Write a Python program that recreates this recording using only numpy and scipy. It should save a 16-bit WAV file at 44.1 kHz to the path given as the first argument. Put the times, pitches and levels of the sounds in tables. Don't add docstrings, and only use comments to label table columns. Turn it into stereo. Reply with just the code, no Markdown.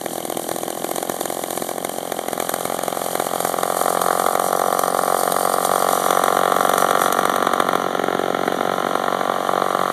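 import sys
import numpy as np
from scipy import signal
from scipy.fft import rfft, irfft
from scipy.io import wavfile
from scipy.ndimage import uniform_filter1d

SR = 44100
rng = np.random.default_rng(int(sys.argv[2]) if len(sys.argv) > 2 else 0)


def dump(signal):
    limited = np.clip(np.atleast_2d(signal).T, -1, 1)
    pcm = np.round(limited * 32767).astype(np.int16)
    wavfile.write(sys.argv[1], SR, pcm)


N = 437472
TIME = np.arange(N) / SR

# time_s, crank_hz
CRANK_SPEED = [(0, 41.81), (.57, 42.05), (.74, 42.52), (.98, 43.76), (1.38, 43.98), (1.6, 43.33),
               (1.86, 44.69), (2.31, 42.52), (2.65, 44.06), (3.38, 43.95), (3.52, 43.46), (3.78, 44.4),
               (4.02, 44.16), (4.55, 45.64), (4.82, 45.58), (5.01, 45.16), (5.3, 45.66), (5.62, 45.56),
               (5.78, 46.24), (6.22, 45.45), (6.4, 46.08), (6.74, 46.4), (7.14, 46.37), (7.3, 46.95),
               (7.46, 45.44), (7.7, 45.97), (8.02, 45.4), (8.26, 45.48), (9.01, 46.74), (9.46, 46.24),
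               (9.62, 46.84), (9.92, 46)]
# time_s, strength_db, crack_db
BANGS = [(.063, 11.5, -22.5), (.255, 7, -21), (.303, 9, -19.5), (.373, 11, -18), (.492, 10, -17),
         (.516, 12.5, -21), (.565, 6.5, -21), (.636, 11, -23), (.682, 7.5, -22), (.846, 13, -24),
         (.915, 11.5, -18), (.961, 4, -18), (.985, 11.5, -20), (1.031, 10.5, -19), (1.098, 14, -15.5),
         (1.212, 11.5, -17), (1.257, 10, -19), (1.304, 9, -21), (1.327, 5, -24), (1.44, 10, -23),
         (1.509, 5.5, -18.5), (1.577, 11, -21.5), (1.623, 11, -21), (1.694, 9.5, -24), (1.783, 8, -24),
         (1.85, 12.5, -18), (1.897, 6, -21.5), (1.987, 6.5, -23), (2.123, 11, -19), (2.193, 10.5, -26),
         (2.287, 11.5, -20.5), (2.332, 11, -21.5), (2.402, 10.5, -15), (2.495, 11, -14), (2.541, 11, -15),
         (2.655, 10.5, -17), (2.792, 8, -21.5), (2.837, 6, -19.5), (2.882, 10, -21), (2.971, 8.5, -22),
         (3.155, 10.5, -19), (3.201, 12, -20), (3.27, 7.5, -21.5), (3.407, 6.5, -16.5), (3.451, 10.5, -17),
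         (3.634, 9, -17), (3.816, 7.5, -20), (4.019, 5, -18), (4.199, 7, -18), (4.266, 7, -21),
         (4.355, 6.5, -20), (4.399, 5.5, -19), (4.53, 5.5, -22), (4.598, 2.5, -20), (4.794, 6, -12.5),
         (4.883, 4, -20.5), (5.236, 4, -18), (5.323, 1.5, -13), (5.542, 4.5, -23), (5.652, 4.5, -13.5),
         (5.717, 4.5, -22), (5.825, 5, -18), (6.109, 7, -13), (6.241, 6, -16.5), (6.372, 6.5, -24),
         (6.566, 4, -19), (6.652, 5.5, -24), (6.695, 5.5, -16.5), (6.739, 4.5, -18), (6.782, 5, -14.5),
         (6.912, 5, -18), (7.019, 4.5, -14.5), (7.128, 0, -12), (7.192, 6.5, -23), (7.256, 6.5, -18.5),
         (7.299, 5.5, -22), (7.364, 5, -19.5), (7.429, 7, -27), (7.472, 7.5, -26), (7.538, 7, -21),
         (7.604, 12, -18.5), (7.691, 8.5, -26), (7.736, 5, -30), (7.757, 10.5, -23), (8.041, 6.5, -27),
         (8.196, 7, -34), (8.35, 8, -41), (8.481, 10.5, -34), (8.525, 6.5, -32), (8.612, 7, -38),
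         (8.956, 7.5, -32), (9.623, 7, -37), (9.751, 7.5, -41)]
# time_s, level_db
THUDS = [(0.062, -29), (0.372, -28), (0.515, -19), (0.635, -23), (1.097, -25), (1.44, -31), (1.576, -24),
         (1.622, -19), (1.692, -29), (1.848, -28), (1.985, -27), (2.494, -20), (2.54, -27), (2.654, -23),
         (3.155, -27), (3.201, -26), (3.45, -25), (4.354, -28), (4.793, -33), (5.322, -23), (5.541, -30),
         (5.651, -29), (5.716, -32), (6.108, -34), (6.371, -30), (6.695, -26), (6.781, -28), (6.911, -22),
         (7.127, -21)]
# time_s, puff_db, bark_db, pan_left_db
EXHAUST = [(0, -25.5, -42, 25), (1.7, -25.5, -39, 23), (2.3, -24.5, -35.5, 17.5), (3.3, -21.5, -31.5, 17),
           (4.05, -18.5, -24, 6), (5.3, -18, -24.5, 10), (6.9, -18.5, -19, 3), (7.3, -21, -19.5, 2),
           (8.25, -22.5, -27, -8.5), (8.9, -22.5, -23.5, -2), (9.55, -20, -23.5, -3.5),
           (9.92, -23, -22.5, -2.5)]
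# time_s, thump_db, scavenge_db
LOW_END = [(0, -39.5, -32), (2.3, -36.5, -35), (3.2, -35, -38.5), (4.5, -38.5, -34.5), (5.8, -38, -33.5),
           (7.2, -34, -28.5), (7.7, -30, -30.5), (8.1, -25.5, -32.5), (8.55, -30.5, -27),
           (9.0, -31.5, -31.5), (9.92, -30.5, -40)]
# crank_harmonic, level_db
HUM_PARTIALS = [(2, -60.5), (3, -47.5), (4, -40)]
# time_s, chain_db, fan_db
NOISE_BED = [(0, -37, -42.5), (1.1, -34.5, -40.5), (1.49, -32, -41), (1.74, -36.5, -42.5),
             (2.35, -37.5, -39.5), (2.65, -34, -37.5), (4.1, -31, -35.5), (4.6, -33.5, -38.5),
             (5.6, -33, -35.5), (6.1, -31, -31.5), (6.35, -34, -34.5), (6.95, -32.5, -33.5),
             (7.95, -51.5, -35), (9.92, -41, -34)]
# peak_s, level_db
BAR_SWELLS = [(4.72, -41), (6.1, -40), (6.8, -42), (7.25, -43)]
# peak_s, level_db
SIZZLE_SWELLS = [(3.5, -40), (4.1, -37.5), (4.8, -35.5), (5.35, -30.5), (5.85, -33)]
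# time_s, share
OVERHEAD = [(0, 0), (5.7, 0.06), (7.0, 0.73), (7.6, 0.34), (8.0, 0.99), (8.4, 0.83), (9.0, 0.3),
            (9.35, 0.38), (9.92, 0)]
# time_s, pitch_hz, depth_share
SHADOW_NOTCH = [(6.3, 1020, 0.1), (7.0, 1020, 0.57), (7.7, 1150, .15), (8.2, 1190, .75), (8.55, 1130, 1),
                (9.0, 1160, 0.44), (9.3, 1290, 1), (9.6, 1320, 0), (9.92, 1380, 0)]
# pitch_hz, lag_rad
PORT_LAG = [(25, 12.5), (80, 4.5), (170, 0.55), (300, 1.19), (560, -0.2), (950, 0.13), (1300, 0),
            (1600, 0.5), (1900, 2), (2620, 3), (3150, 4.5), (3900, 5.5), (5250, 10.5)]

# pitch_hz, gain_db
BARK_EQ = [(30, -33), (300, -42.5), (880, -10), (1040, 5), (1190, 10), (1380, 2), (1560, -13), (1880, -1.5),
           (2250, -17.5), (2650, -48), (3200, -15), (4300, -20.5), (7000, -76)]
BARK_OVERHEAD_EQ = [(30, -26), (300, -23), (850, -13.5), (1000, -1.5), (1160, -2.5), (1340, 7.5),
                    (1550, -12), (1850, 0.5), (2250, -8), (2600, -7), (3100, -7.5), (3450, -9), (3700, -15),
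                    (4300, -22), (7000, -38.5)]
BARK_REST_EQ = [(30, -50), (300, -37.5), (880, -3.5), (1010, 4.5), (1120, 6), (1260, -4.5), (1420, -31),
                (1750, -6), (2400, -27), (3300, -8), (7000, -56)]
PUFF_EQ = [(30, -45.5), (90, -33.5), (280, -17), (410, -4), (520, 1), (640, 1), (760, 0.5), (840, -3.5),
           (930, -19), (1400, -27.5), (3000, -60.5)]
CAN_EQ = [(30, -99), (500, -25), (690, -3.5), (735, -5.5), (785, -7), (880, -26), (930, -17), (968, -14.5),
          (1010, -29.5), (2000, -66.5)]
THUMP_EQ = [(25, -50), (80, -24.5), (130, -8), (200, 1), (280, 2), (400, 6.5), (470, 2.5), (650, -8),
            (1500, -35)]
SCAVENGE_EQ = [(25, -47), (80, -32), (130, -11), (190, -2), (250, 4), (340, 0), (450, -5), (900, -40)]
COVER_EQ = [(25, -63.0), (120, -36), (230, 5.0), (22000, 10.5)]
RASP_EQ = [(800, -32), (1500, 6), (1900, 3), (2300, 5), (2750, -19.5), (3150, -2.5), (4200, -12),
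           (5500, -24), (14000, -19)]
CRACK_EQ = [(30, 3), (80, 9), (250, -14), (1000, -5), (2000, 5.5), (3500, 4.5), (5200, 1.5), (7000, 6.5),
            (9000, 10), (11000, 6), (14000, 6)]
THUD_EQ = [(25, -24), (60, -9), (100, 4), (160, 6), (280, 9), (450, -18), (800, -23), (2000, -33)]
SLAP_EQ = [(100, -67), (1200, -4.5), (1900, -7), (2500, -12.5), (3150, 12.5), (3420, 1.5), (3690, 0.5),
           (3950, -8.5), (4500, -5.5), (6000, -30), (14000, -20)]
HISS_EQ = [(1500, -9.5), (2700, -27), (4000, -3), (4600, 0), (5200, -6.5), (6500, 0), (7800, 4.5),
           (9000, 5), (10600, 4.5), (12000, 3.5), (14000, -1)]
BAR_EQ = [(4500, -50), (5550, -15), (5880, 0), (6130, 0), (6450, -12), (8000, -50)]
SIZZLE_EQ = [(3900, -36), (4550, 1), (5100, -3), (7000, -22), (8200, -4), (9150, 5), (9600, 1), (10100, -5),
             (10900, -28), (11800, -3), (12300, 2), (12900, -10), (14000, -16)]
FAN_EQ = [(25, -4), (60, -2), (130, 0), (220, 4.5), (350, 10), (700, 7), (1300, -0.5), (2000, 3.5),
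          (2600, 5.5), (3400, 0), (4400, -8), (6000, -8.5), (14000, -14)]
SIDE_EQ = [(200, -1), (900, -1.5), (1150, -3.5), (1310, -11), (1500, -0.5), (1800, 2), (3400, -1.5),
           (3900, -2), (4400, 0)]

SPENT_GAS, BURN_RANGE = .4, (-1.2, .75)
IDLE_HZ, BASE_STRENGTH_DB, SWING_DB, SWING_DB_PER_HZ = 45.2, 1.82, 5.5, 0.5
CRACK_DB, CRACK_FALL_DB, CRACK_SPREAD_DB = -23.5, 5.5, 2.5
POP_EARLY_S_PER_DB = .0006
LIFT_S, CROSS_S, FAR_SIDE_DB = (1.6, 2.4), (7.37, 8.7), -26
PUFF_PAN_REF_DB, BARK_PAN_REF_DB = 11, 2
COVER_DB, COVER_HZ, COVER_WIDTH_HZ = (-32.5, -48), (333, 378), (39, 98)


def muffler(times, strength_db):
    puff_db, bark_db, _, _ = perspective(times)
    can_db, _, puff_pan, bark_pan = perspective(TIME)
    over = follow(OVERHEAD, TIME)[0]
    lifted = np.interp(TIME, LIFT_S, [0, 1])
    opening = push(times - .0036, bark_db + 0.6 * strength_db + .5, rough=0.25, eddy_s=0.00092)
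    bark = colour(opening * lifted * np.sqrt(1 - over), BARK_EQ)
    bark += colour(opening * lifted * np.sqrt(over), BARK_OVERHEAD_EQ)
    bark += colour(opening * (1 - lifted) * amp(6.5), BARK_REST_EQ)
    blow = push(times - .0016, puff_db + 0.49 * strength_db + 1.24, rough=0.15, eddy_s=0.0034)
    puff = colour(blow, PUFF_EQ) * amp(-1.0)
    can = colour(blow * amp(1.03 * can_db + 8.0), CAN_EQ)
    return place(bark, bark_pan) + place(puff + can, puff_pan)


def firings(turns, jitter_s=0.00014):
    times = np.interp(np.arange(int(turns[-1]) + 1), turns, TIME)
    luck, late, snap = rng.standard_normal((len(times), 3)).T
    bang_s, bang_db, bang_crack_db = np.transpose(BANGS)
    hard = abs(times - bang_s[:, None]).argmin(1)
    luck[hard - 1], luck[hard] = -1, 1
    burn = np.clip(signal.lfilter([1], [1, SPENT_GAS], luck), *BURN_RANGE)
    swing_db = SWING_DB + SWING_DB_PER_HZ * (IDLE_HZ - follow(CRANK_SPEED, times)[0])
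    strength_db = BASE_STRENGTH_DB + swing_db * burn
    crack_db = CRACK_DB - CRACK_FALL_DB * (1 - burn) + CRACK_SPREAD_DB * snap
    crack_db += np.interp(times, CROSS_S, [0, FAR_SIDE_DB])
    strength_db[hard], crack_db[hard] = bang_db, bang_crack_db
    return times + jitter_s * late, strength_db, amp(crack_db)


def low_pulses(times, strength_db, rough=.22):
    thump_db, scavenge_db = follow(LOW_END, times)
    thump = push(times - .0016, thump_db + 1.17 * strength_db, rough, eddy_s=0.00068)
    pop_times = times + .0018 - POP_EARLY_S_PER_DB * strength_db
    pop = push(pop_times, scavenge_db - 0.71 * strength_db, rough, eddy_s=0.0025)
    lows = colour(thump, THUMP_EQ) + colour(pop, SCAVENGE_EQ) + cover_boom(times, strength_db, rough)
    return place(lows, perspective(TIME)[2])


def cover_boom(times, strength_db, rough, overhead_db=21):
    level_db = np.interp(times, LIFT_S, COVER_DB) + overhead_db * follow(OVERHEAD, times)[0]
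    shake = push(times - .0018, level_db + 0.59 * strength_db, rough, eddy_s=0.0021)
    boom = resonate(shake, np.interp(TIME, LIFT_S, COVER_HZ), np.interp(TIME, LIFT_S, COVER_WIDTH_HZ))
    return colour(boom, COVER_EQ)


def exhaust_jet(times, strength_db, crack):
    rasp_db = 0.68 * perspective(times)[1] + 1.74 * strength_db - 16.5
    rasp = bursts(times - .0012, amp(rasp_db), rise_s=0.0021, fall_s=0.0026)
    snap = bursts(times - .0011, crack * amp(5.0), rise_s=0.0017, fall_s=0.00075)
    tail = bursts(times, crack * amp(-9.5), rise_s=0.00084, fall_s=0.0056)
    outlet = place(colour(rasp * port_noise(), RASP_EQ), 3.5 * perspective(TIME)[3])
    return outlet + colour((snap + tail) * port_noise(), CRACK_EQ)


def thuds():
    times, level_db = np.transpose(THUDS)
    blast = push(times - .0005, level_db + 4.5, rough=0.98, eddy_s=0.0016)
    return place(colour(blast, THUD_EQ), pan_db=1.5) * [[1], [-1]]


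def crankcase(turns, times):
    bark_db = perspective(times)[1]
    drone_db, buzz_db, puff_pan, bark_pan = perspective(TIME)
    slap_luck, knock_luck = rng.standard_normal((2, len(times)))
    slap = push(times - .0037, 0.061 * bark_db - 34.5 + 1.6 * slap_luck, rough=0.47, eddy_s=0.0029)
    knock = push(times + .005005, bark_db - 7.5 + 0.69 * knock_luck, rough=0.083, eddy_s=0.0018)
    buzz = amp(buzz_db - 16) * rng.standard_normal(N)
    clatter = colour(slap, SLAP_EQ) + colour(knock + buzz, BARK_EQ)
    drone = colour(amp(drone_db - 18) * rng.standard_normal(N), PUFF_EQ)
    hum = intake_hum(turns, times) * amp(0.37 * (buzz_db - buzz_db.mean()))
    return place(clatter, bark_pan) + place(drone + hum, puff_pan)


def intake_hum(turns, times, spread=.3):
    draw = 1 + spread * np.interp(TIME, times, rng.standard_normal(len(times)))
    phase = 2 * np.pi * (turns - .2)
    return draw * sum(amp(db) * np.sqrt(2) * np.cos(k * phase) for k, db in HUM_PARTIALS)


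def chain(ticks_per_s=260, flutter_db=2.0, bar_floor_db=-51):
    tick_times = TIME[rng.random(N) < ticks_per_s / SR]
    ticks = bursts(tick_times, rng.exponential(1, len(tick_times)), rise_s=0.00024, fall_s=0.0017)
    flutter = amp(flutter_db * unit(uniform_filter1d(rng.standard_normal(N), size=2500)))
    scrape = unit(flutter * (1 + 0.4 * ticks)) * port_noise(cross=0.16)
    hiss = scrape * amp(follow(NOISE_BED, TIME)[0] + 4.0)
    bar = scrape * (amp(bar_floor_db) + swells(BAR_SWELLS, width_s=.28))
    sizzle = port_noise(cross=0.24) * unit(1 + ticks) * swells(SIZZLE_SWELLS, width_s=.32)
    return colour(hiss, HISS_EQ) + colour(bar, BAR_EQ) + colour(sizzle, SIZZLE_EQ)


def fan(turns):
    rush = port_noise() * (1 + 0.025 * np.cos(2 * np.pi * turns))
    return colour(rush * amp(follow(NOISE_BED, TIME)[1] + 4.5), FAN_EQ)


def perspective(at):
    puff_db, bark_db, pan_db = follow(EXHAUST, at)
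    return puff_db, bark_db, pan_db, BARK_PAN_REF_DB * (pan_db / PUFF_PAN_REF_DB) ** 3


def shadow(x, width_hz=110):
    hz, depth = follow(SHADOW_NOTCH, TIME)
    carrier = np.exp(2j * np.pi * np.cumsum(hz) / SR)
    pole = np.exp(-np.pi * width_hz / SR)
    band = (carrier * signal.lfilter([1 - pole], [1, -pole], x / carrier)).real
    return x - 2 * depth * band


def widen(pair):
    twist = np.exp(.5j * follow(PORT_LAG, np.fft.rfftfreq(N, 1 / SR))[0])
    return irfft(rfft(pair) * np.array([1 / twist, twist]), N)


def port_noise(cross=1.0, gap_s=.000377):
    ports = rng.standard_normal((2, N))
    return unit(ports - cross * np.roll(ports[::-1], round(gap_s * SR), 1))


def push(times, level_db, rough, eddy_s, pulse_s=.011):
    heights = amp(level_db) * np.sqrt(pulse_s * SR)
    wake = bursts(times, heights, eddy_s / 2, eddy_s) * rng.standard_normal(N) / np.sqrt(eddy_s * SR)
    return clicks(times, heights) + rough * wake


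def clicks(times, heights):
    at = np.round(times * SR).astype(int)
    inside = (at >= 0) & (at < N)
    return np.bincount(at[inside], heights[inside], N)


def bursts(times, heights, rise_s, fall_s):
    t = np.arange(-SR // 20, SR // 20 + 1) / SR
    shape = np.exp(-abs(t) / np.where(t < 0, rise_s, fall_s))
    return signal.oaconvolve(clicks(times, heights), shape, "same")


def swells(rows, width_s):
    return sum(amp(db) * np.exp(-((TIME - s) / width_s) ** 2) for s, db in rows)


def resonate(x, hz, width):
    carrier = np.exp(2j * np.pi * np.cumsum(hz) / SR)
    poles = np.exp(-np.pi * np.array([width.min(), width.max()]) / SR)
    narrow, wide = [signal.lfilter([np.sqrt(2 * (1 - r ** 2))], [1, -r], x / carrier) for r in poles]
    share = (width - width.min()) / (np.ptp(width) + 1e-9)
    return (carrier * ((1 - share) * narrow + share * wide)).imag


def colour(x, eq, size=4096):
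    hz, db = np.transpose(eq)
    log_hz = np.log(np.fft.rfftfreq(size, 1 / SR) + 1)
    cepstrum = irfft(np.log(amp(np.interp(log_hz, np.log(hz), db))))
    cepstrum[1:size // 2] *= 2
    cepstrum[size // 2 + 1:] = 0
    ring = irfft(np.exp(rfft(cepstrum)))[:size // 2]
    return signal.oaconvolve(np.atleast_2d(x), ring[None] / np.linalg.norm(ring), axes=1)[:, :N]


def place(x, pan_db):
    gains = amp(np.array([pan_db, -pan_db]).reshape(2, -1) / 2)
    return x * gains / np.sqrt(np.mean(gains ** 2, 0))


def follow(rows, at):
    axis, *columns = np.transpose(rows)
    return [np.interp(at, axis, c) for c in columns]


def amp(db):
    return 10 ** (np.asarray(db) / 20)


def unit(x):
    return x / np.sqrt(np.mean(x ** 2) + 1e-20)


def scene():
    turns = np.cumsum(follow(CRANK_SPEED, TIME)[0]) / SR - .642
    times, strength_db, crack = firings(turns)
    engine = muffler(times, strength_db) + low_pulses(times, strength_db) + crankcase(turns, times)
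    return widen(shadow(engine)) + exhaust_jet(times, strength_db, crack) + thuds() + chain() + fan(turns)


def record(dry):
    side_gain = amp(follow(SIDE_EQ, np.fft.rfftfreq(N, 1 / SR))[0])
    mid = dry.mean(0)
    side = irfft(rfft(dry[0] - dry[1]) / 2 * side_gain, N)
    pair = -np.array([mid + side, mid - side])
    rounded = pair / (1 + pair ** 6) ** (1 / 6)
    high_cut = signal.firwin(255, cutoff=14150, window=("kaiser", 8), fs=SR)
    return signal.oaconvolve(rounded, high_cut[None], "same")


dry = scene()
out = record(dry)
dump(out)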